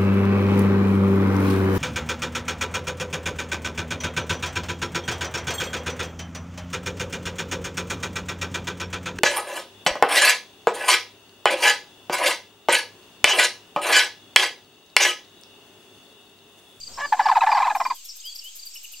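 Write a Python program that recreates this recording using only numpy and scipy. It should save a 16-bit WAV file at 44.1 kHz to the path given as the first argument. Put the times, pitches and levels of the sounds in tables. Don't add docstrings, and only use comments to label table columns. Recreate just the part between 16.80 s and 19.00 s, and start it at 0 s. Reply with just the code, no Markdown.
import sys
import numpy as np
from scipy import signal
from scipy.fft import rfft, irfft, next_fast_len
from scipy.io import wavfile
from scipy.ndimage import map_coordinates

SR = 44100
rng = np.random.default_rng(int(sys.argv[2]) if len(sys.argv) > 2 else 0)


def digitize_waveform(pressure):
    field = np.atleast_2d(pressure).T
    bounded = np.clip(field, -1, 1)
    quanta = np.round(bounded * 32767).astype(np.int16)
    wavfile.write(sys.argv[1], SR, quanta)


N = 97020
T = np.arange(N) / SR


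def amp(db):
    return 10 ** (np.asarray(db) / 20)


def unit(x):
    return x / np.sqrt(np.mean(x ** 2) + 1e-20)


def along(points, hz):
    f, v = np.transpose(points)
    return np.interp(np.log(hz + 1), np.log(f + 1), v)


def curves(rows):
    s, *cols = np.transpose(rows)
    return [np.interp(T, s, c) for c in cols]


def wobble(knots_per_s):
    return map_coordinates(rng.standard_normal(N // 8), [T * knots_per_s], mode="wrap")


def filtered(x, response):
    m = next_fast_len(N + SR // 2)
    hz = np.fft.rfftfreq(m, 1 / SR)
    return irfft(rfft(x, m) * response(hz), m)[..., :N]


def noise(spectrum):
    return unit(filtered(rng.standard_normal(N), lambda hz: amp(along(spectrum, hz))))


def ring(x, spectrum):
    m = next_fast_len(N + SR // 2)
    log_gain = np.log(amp(along(spectrum, np.fft.rfftfreq(m, 1 / SR))))
    cepstrum = irfft(log_gain, m)
    causal = cepstrum * (1 + np.sign(np.fft.fftfreq(m)))
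    return irfft(rfft(x, m) * np.exp(rfft(causal)), m)[:N]


def glide_phase(hz):
    return 2 * np.pi * np.cumsum(hz) / SR


def add(track, s, sound):
    part = track[max(round(s * SR), 0):][:len(sound)]
    part += sound[:len(part)]


def echo(x, t60_s):
    t = T[:SR // 2]
    decay = amp(-60 * t / t60_s) * (1 - np.exp(-t / 0.0035))
    tail = rng.standard_normal((2, len(t))) * decay
    return signal.fftconvolve(np.atleast_2d(x), tail / np.linalg.norm(tail[0]), axes=1)[:, :N]


def rattle(notes, throat, sag_per_s, scoop, fade_s, rasp_db):
    # f/Hz, level/dB
    rasp = [(110, -34.5), (260, -10), (500, -10.5), (720, 11), (1050, 21), (1400, 4.5), (1740, 9),
            (2200, 3), (2550, 3), (2750, -4.5), (3800, -2), (5500, -8.5), (7000, -23), (15000, -25)]
    attack_s, release_s = 0.0062, 0.0038
    flutter_hz, flutter_depth, scoop_s = 108, 0.056, 0.0044
    jitter_depth, grit_depth, rough_knots_per_s = 0.038, 0.5, 601.8
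    voice, breath, t = np.zeros(N), np.zeros(N), T[:SR // 16]
    turbulence = rng.standard_normal(N)
    jitter, grit = wobble(rough_knots_per_s), wobble(rough_knots_per_s)
    for s, length_s, hz, db, overtones_db in notes:
        now = slice(round(s * SR), round(s * SR) + len(t))
        pitch_hz = hz * np.exp(-sag_per_s * t) * (1 - scoop * np.exp(-t / scoop_s))
        phase = glide_phase(pitch_hz * (1 + jitter_depth * jitter[now]))
        attack = np.sin(np.pi / 2 * np.minimum(t / attack_s, 1)) ** 2
        release = 1 / (1 + np.exp((t - length_s) / release_s * 2)) ** .5
        throb = 1 + flutter_depth * np.cos(2 * np.pi * flutter_hz * (t - attack_s))
        env = attack * release * throb * amp(db) * np.exp(-t / fade_s)
        overtones = amp(overtones_db) * sum(np.sin(k * phase) for k in range(2, 6))
        add(voice, s, env * (np.sin(phase) + overtones * (1 + grit_depth * grit[now])))
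        add(breath, s, env * turbulence[now] * (1 + .5 * np.cos(phase)))
    return np.sqrt(2) * (ring(voice, throat) + amp(rasp_db) * ring(breath, rasp))


def crane_rattles():
    # t/s, length/s, f/Hz, relative level/dB, overtones/dB
    low_notes = [(.3205, .019, 951.6, -10, -2), (.340, .008, 861, -18.5, 3), (.391, .022, 983, -9.5, 0),
                 (.4535, .021, 971, -10.5, -1), (.5095, .021, 966, -11, 0.5), (.553, .016, 1055, -12.5, -4),
                 (.564, .018, 933, -9, -3.5), (.613, 0.019, 1027, -11.5, 2.5),
                 (.630, 0.015, 895, -10.5, -3), (.666, .018, 987, -11, 4.5), (.686, .022, 957, -14, -6),
                 (.7145, .022, 956, -13, -6.5), (.7445, .02, 968, -13, -1.5), (.763, .02, 864, -16.5, 2),
                 (.797, .025, 988, -13.5, -2.5), (.848, .024, 969, -15.5, 1), (.9, .021, 952, -16, 0),
                 (.9475, .022, 920, -16.5, -5.5), (.9965, .02, 883, -20, 1.5),
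                 (1.049, 0.0073, 842, -26.5, 8)]
    middle_notes = [(.482, .02, 1312, -8, -12), (.7125, .022, 1291, -11, -1), (.766, .022, 1276, -13, 3),
                    (.816, .02, 1301, -13, -0.5), (.866, .023, 1279, -13, 0), (.949, .02, 1316, -23.5, -7),
                    (.998, .023, 1318, -16, -1), (1.0485, .02, 1281, -17, 0), (1.098, .023, 1246, -18, 0.5)]
    high_notes = [(.547, .016, 1400, -25.5, -1.3), (.604, .013, 1420, -23.5, 0.035),
                  (.660, .015, 1410, -25.5, 0), (.713, .01, 1400, -25.5, 0), (.782, .015, 1410, -25, -0.51),
                  (.840, .01, 1420, -26.5, 0), (.893, .014, 1420, -28.5, -0.69),
                  (.947, .008, 1370, -23, 0.17)]
    # f/Hz, level/dB
    low_throat = [(500, -10), (700, -2), (830, -2), (950, 0), (1350, -11.5), (1570, -19.5), (1660, -15),
                  (1750, -11.5), (1870, -29.5), (2000, -9.5), (2200, -28.5), (2450, -28), (2750, -34.5),
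                  (2950, -24), (3250, -41.5), (3550, -36), (7000, -46)]
    middle_throat = [(600, -18), (880, -3), (985, 3), (1065, 0), (1150, -16), (1250, -6), (1400, -24),
                     (1650, -13), (1870, -33.5), (2050, -11), (2200, -25), (2390, -9), (2700, -35),
                     (3600, -31.5), (7000, -50.5)]
    high_throat = [(700, -11), (1270, 0.5), (1450, -6), (2250, -9), (2570, 0.5), (2800, -14.5), (3600, -22),
                   (3950, -4.5), (4300, -25.5), (7000, -47.5)]
    low = rattle(low_notes, low_throat, sag_per_s=11.5, scoop=.02, fade_s=0.037, rasp_db=-18.5)
    middle = rattle(middle_notes, middle_throat, sag_per_s=17, scoop=.06, fade_s=0.032, rasp_db=-17)
    high = rattle(high_notes, high_throat, sag_per_s=16, scoop=0.068, fade_s=.025, rasp_db=-15.5)
    return low + middle + high


def honk():
    # t/s, f/Hz, level/dB, roughness (0-1)
    course = [(.165, 520, -110, 0.64), (.177, 537, -35, 0.9), (.205, 569.5, -27, 0.94),
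              (.228, 571.4, -29, 0.04), (.258, 586.3, -24.5, 0.31), (.269, 557.6, -47, 0.7),
              (.31, 570, -65.5, 0.74), (.345, 520, -61.5, 0.93), (.375, 514.7, -34.5, 1),
              (.435, 580, -34, 0.6), (.485, 561.2, -33, 0.03), (.505, 585, -41.5, 0.4),
              (.53, 570, -120, 0.2)]
    # multiple of the pitch, level/dB
    partials = [(1, -9), (2, -0.5), (3, 5), (4, -10), (5, -11), (6, -18.5), (7, -23.5)]
    # f/Hz, level/dB
    hoarseness = [(240, -78), (400, -41), (532, -14.5), (1060, 5), (1160, -8.5), (1390, -34.5), (1720, -15),
                  (1870, -16), (2190, -16.5), (2540, -14.5), (2770, -28.5), (3110, -18), (3530, -31.5),
                  (3800, -18), (5000, -25.5), (6500, -71), (11000, -120)]
    hz, db, rough = curves(course)
    rough = np.clip(rough, 0, 1)
    phase = glide_phase(hz * (1 + 0.071 * rough * wobble(400)))
    tone = unit(sum(amp(level) * np.sin(round(k) * phase) for k, level in partials))
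    return amp(db) * (np.sqrt(1 - rough ** 2) * tone + rough * noise(hoarseness))


def progress(length_s):
    return np.linspace(0, 1, round(length_s * SR))


def arc(length_s, start_hz, middle_hz, end_hz):
    bend = np.polyfit([0, .5, 1], [start_hz, middle_hz, end_hz], 2)
    return np.polyval(bend, progress(length_s))


def whistle(hz, skew=1):
    u = np.linspace(0, 1, len(hz))
    swell = np.abs(np.sin(np.pi * u ** skew)) ** 0.9
    return swell * np.sin(glide_phase(hz))


def peeps():
    # [(t/s, relative level/dB), ..]
    trills = [(4720, [(-.016, -32.5), (.022, -29.5), (.061, -30), (.416, -34), (.449, -31.5), (.488, -31),
              (.727, -34), (.763, -32), (1.028, -37), (1.056, -31), (1.093, -30.5), (1.513, -34.5),
              (1.546, -32), (1.579, -32), (1.783, -35), (1.818, -32.5), (1.857, -30.5), (2.155, -40),
              (2.188, -34.5)]), (5440, [(.128, -36.5), (.156, -36.5), (.190, -36), (.405, -42),
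              (.431, -34.5), (.465, -36.5), (.744, -36.5), (.779, -40), (.968, -37), (.995, -34.5),
              (1.028, -35), (1.244, -38), (1.276, -39), (1.308, -37), (1.547, -36), (1.58, -33.5),
              (1.901, -44), (1.929, -36), (1.96, -34.5)])]
    shape = (1, 1.018, .915)
    out = np.zeros(N)
    for hz, trill in trills:
        for s, db in trill:
            track_hz = arc(.023, *(hz * np.array(shape)))
            add(out, s, amp(db - 2) * whistle(track_hz, skew=2))
    return out


def songbirds():
    # t/s, length/s, start f/Hz, middle f/Hz, end f/Hz, relative level/dB
    whistles = [(0.196, 0.023, 5800, 6540, 7550, -46.5), (1.128, 0.096, 3754, 3133, 2740, -54),
                (1.73, .05, 5300, 5220, 5150, -55), (1.237, .04, 3890, 3500, 3050, -54.5),
                (1.388, .012, 3700, 3630, 3980, -48.5), (1.399, .008, 5400, 4700, 5300, -40.5),
                (1.403, .015, 6900, 6500, 7900, -41), (1.415, 0.013, 2900, 3250, 3370, -48),
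                (1.613, .022, 3320, 2870, 2604, -47.5), (1.433, 0.085, 2733, 3234, 3370, -39),
                (1.631, 0.074, 2835, 3060, 3400, -41), (1.954, 0.019, 2184, 2974, 2148, -39),
                (2.041, 0.019, 2220, 2937, 2177, -39.5), (2.132, .02, 2270, 2910, 2250, -41.5)]
    # t/s, length/s, relative level/dB
    slurs = [(0.223, 0.09, -43), (0.694, .068, -37), (1.433, .088, -39)]
    # share of the note (0-1), f/Hz
    slur_pitch = [(0, 5500), (.18, 4930), (.58, 4760), (1, 4150)]
    waver_knots_per_s, waver_depth = 130, 0.004
    out = np.zeros(N)
    for s, length_s, start_hz, middle_hz, end_hz, db in whistles:
        add(out, s, np.sqrt(2) * amp(db) * whistle(arc(length_s, start_hz, middle_hz, end_hz)))
    for s, length_s, db in slurs:
        u = progress(length_s)
        quiver = 1 + waver_depth * wobble(waver_knots_per_s)[:len(u)]
        hz = np.interp(u, *np.transpose(slur_pitch)) * quiver
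        add(out, s, np.sqrt(2) * amp(db) * whistle(hz))
    return out


def twitter():
    # t/s, length/s, start f/Hz, end f/Hz, relative level/dB
    note = (1.285, .031, 5750, 4800, -36)
    rate_hz, swing_hz = 165, 524
    out = np.zeros(N)
    s, length_s, start_hz, end_hz, db = note
    u = progress(length_s)
    zigzag = signal.sawtooth(2 * np.pi * rate_hz * length_s * (u - 1) - np.pi / 2, .25)
    hz = start_hz + (end_hz - start_hz) * u + swing_hz * zigzag
    add(out, s, np.sqrt(2) * amp(db) * whistle(hz))
    return out


def katydid():
    # t/s, relative level/dB
    ticks = [(.949, -42.5), (1.051, -50.5), (1.145, -44), (1.243, -43.5), (1.355, -45.5), (1.45, -43),
             (1.546, -43.5), (1.638, -43.5), (1.752, -41.5), (1.851, -42.5), (1.943, -43), (2.030, -44),
             (2.117, -43.5)]
    # f/Hz, level/dB
    wing = [(7000, -24), (9500, -9.5), (11000, -10), (12200, -1.5), (12900, -1), (14000, -5.5),
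            (15000, -11), (16000, -23.5)]
    stroke_s, teeth_per_s, tooth_decay_s = 0.024, 324, 0.0016
    env, t = np.zeros(N), T[:round(stroke_s * SR)]
    for s, db in ticks:
        period_s = 1 / (teeth_per_s * (1 + 0.027 * rng.standard_normal()))
        teeth = np.exp(-(t % period_s) / tooth_decay_s)
        stroke = np.abs(np.sin(np.pi * t / stroke_s)) ** .4
        add(env, s, amp(db) * unit(teeth * stroke))
    return env * np.array([noise(wing), noise(wing)])


def meadow_hiss():
    # f/Hz, level/dB
    hiss = [(30, -28), (130, -43), (220, -32.5), (600, -29), (1200, -26), (1900, -26.5), (2500, -13),
            (3200, -11.5), (4000, -10), (4900, -8), (5800, -13), (6450, -9), (7000, -9), (7600, -4.5),
            (8500, -12.5), (9400, -25), (13000, -24.5), (15000, -20), (15800, -31.5)]
    # f/Hz, correlation
    alike = [(40, 0.45), (300, 0.24), (2000, 0.82), (4000, 0.24), (8000, 0.01), (14000, 0.58)]

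    def mid_side_gains(hz):
        turn = np.arccos(np.clip(along(alike, hz), -1, 1)) / 2
        return np.array([np.cos(turn), np.sin(turn)])

    mid, side = filtered(np.array([noise(hiss), noise(hiss)]), mid_side_gains)
    return amp(-47) * unit(np.array([mid + side, mid - side]))


def crickets():
    # centre f/Hz, full width at half amplitude/Hz, relative level/dB
    bands = [(6290, 120, -56.5), (6540, 50, -57.5), (7520, 500, -54), (5720, 120, -65)]
    out = np.zeros((2, N))
    for centre_hz, width_hz, db in bands:
        band = filtered(rng.standard_normal((2, N)),
                        lambda hz: 1 / (1 + (2 * (hz - centre_hz) / width_hz) ** 4))
        out += amp(db) * unit(band)
    return out


def low_noise():
    # t/s, relative rumble level/dB, relative rush level/dB
    course = [(0, -59.5, -70), (.068, -61, -63), (.08, -57, -53.5), (.26, -57, -54), (.3, -71, -53),
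              (1.13, -78, -55.5), (1.18, -87.5, -76), (2.2, -79.5, -74)]
    # f/Hz, level/dB
    rumble = [(20, -3), (60, 1), (150, -4.5), (220, -9), (500, -34)]
    # f/Hz, level/dB
    rush = [(120, -25), (250, 1.5), (500, 0.5), (1200, -3.5), (2500, -13), (5000, -24.5)]
    rumble_db, rush_db = curves(course)
    side = amp(-18) * np.outer([1, -1], noise(rumble))
    return amp(rumble_db) * (noise(rumble) + side) + amp(rush_db) * noise(rush)


def scene():
    # delay/s, level/dB
    bank = [(.0105, -16), (.020, -19.5)]
    crane_wet_db, bird_wet_db, tick_wet_db = -31, -8, -3
    calls = crane_rattles() + honk()
    cranes = calls + amp(crane_wet_db) * echo(calls, t60_s=.08)[0]
    for delay_s, db in bank:
        add(cranes, delay_s, amp(db) * calls)
    birds, ticks = peeps() + songbirds() + twitter(), katydid()
    insects = amp(-1.0) * (ticks + amp(tick_wet_db) * echo(ticks, t60_s=0.258))
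    behind = birds + amp(bird_wet_db) * echo(birds, t60_s=.45) + insects
    behind = behind + meadow_hiss() + crickets() + low_noise()
    return cranes + behind * amp([[.6], [-.6]])


def record(dry):
    top_hz, offset = 15900, -.0032
    return filtered(dry, lambda hz: hz < top_hz) + offset


dry = scene()
out = record(dry)
digitize_waveform(out)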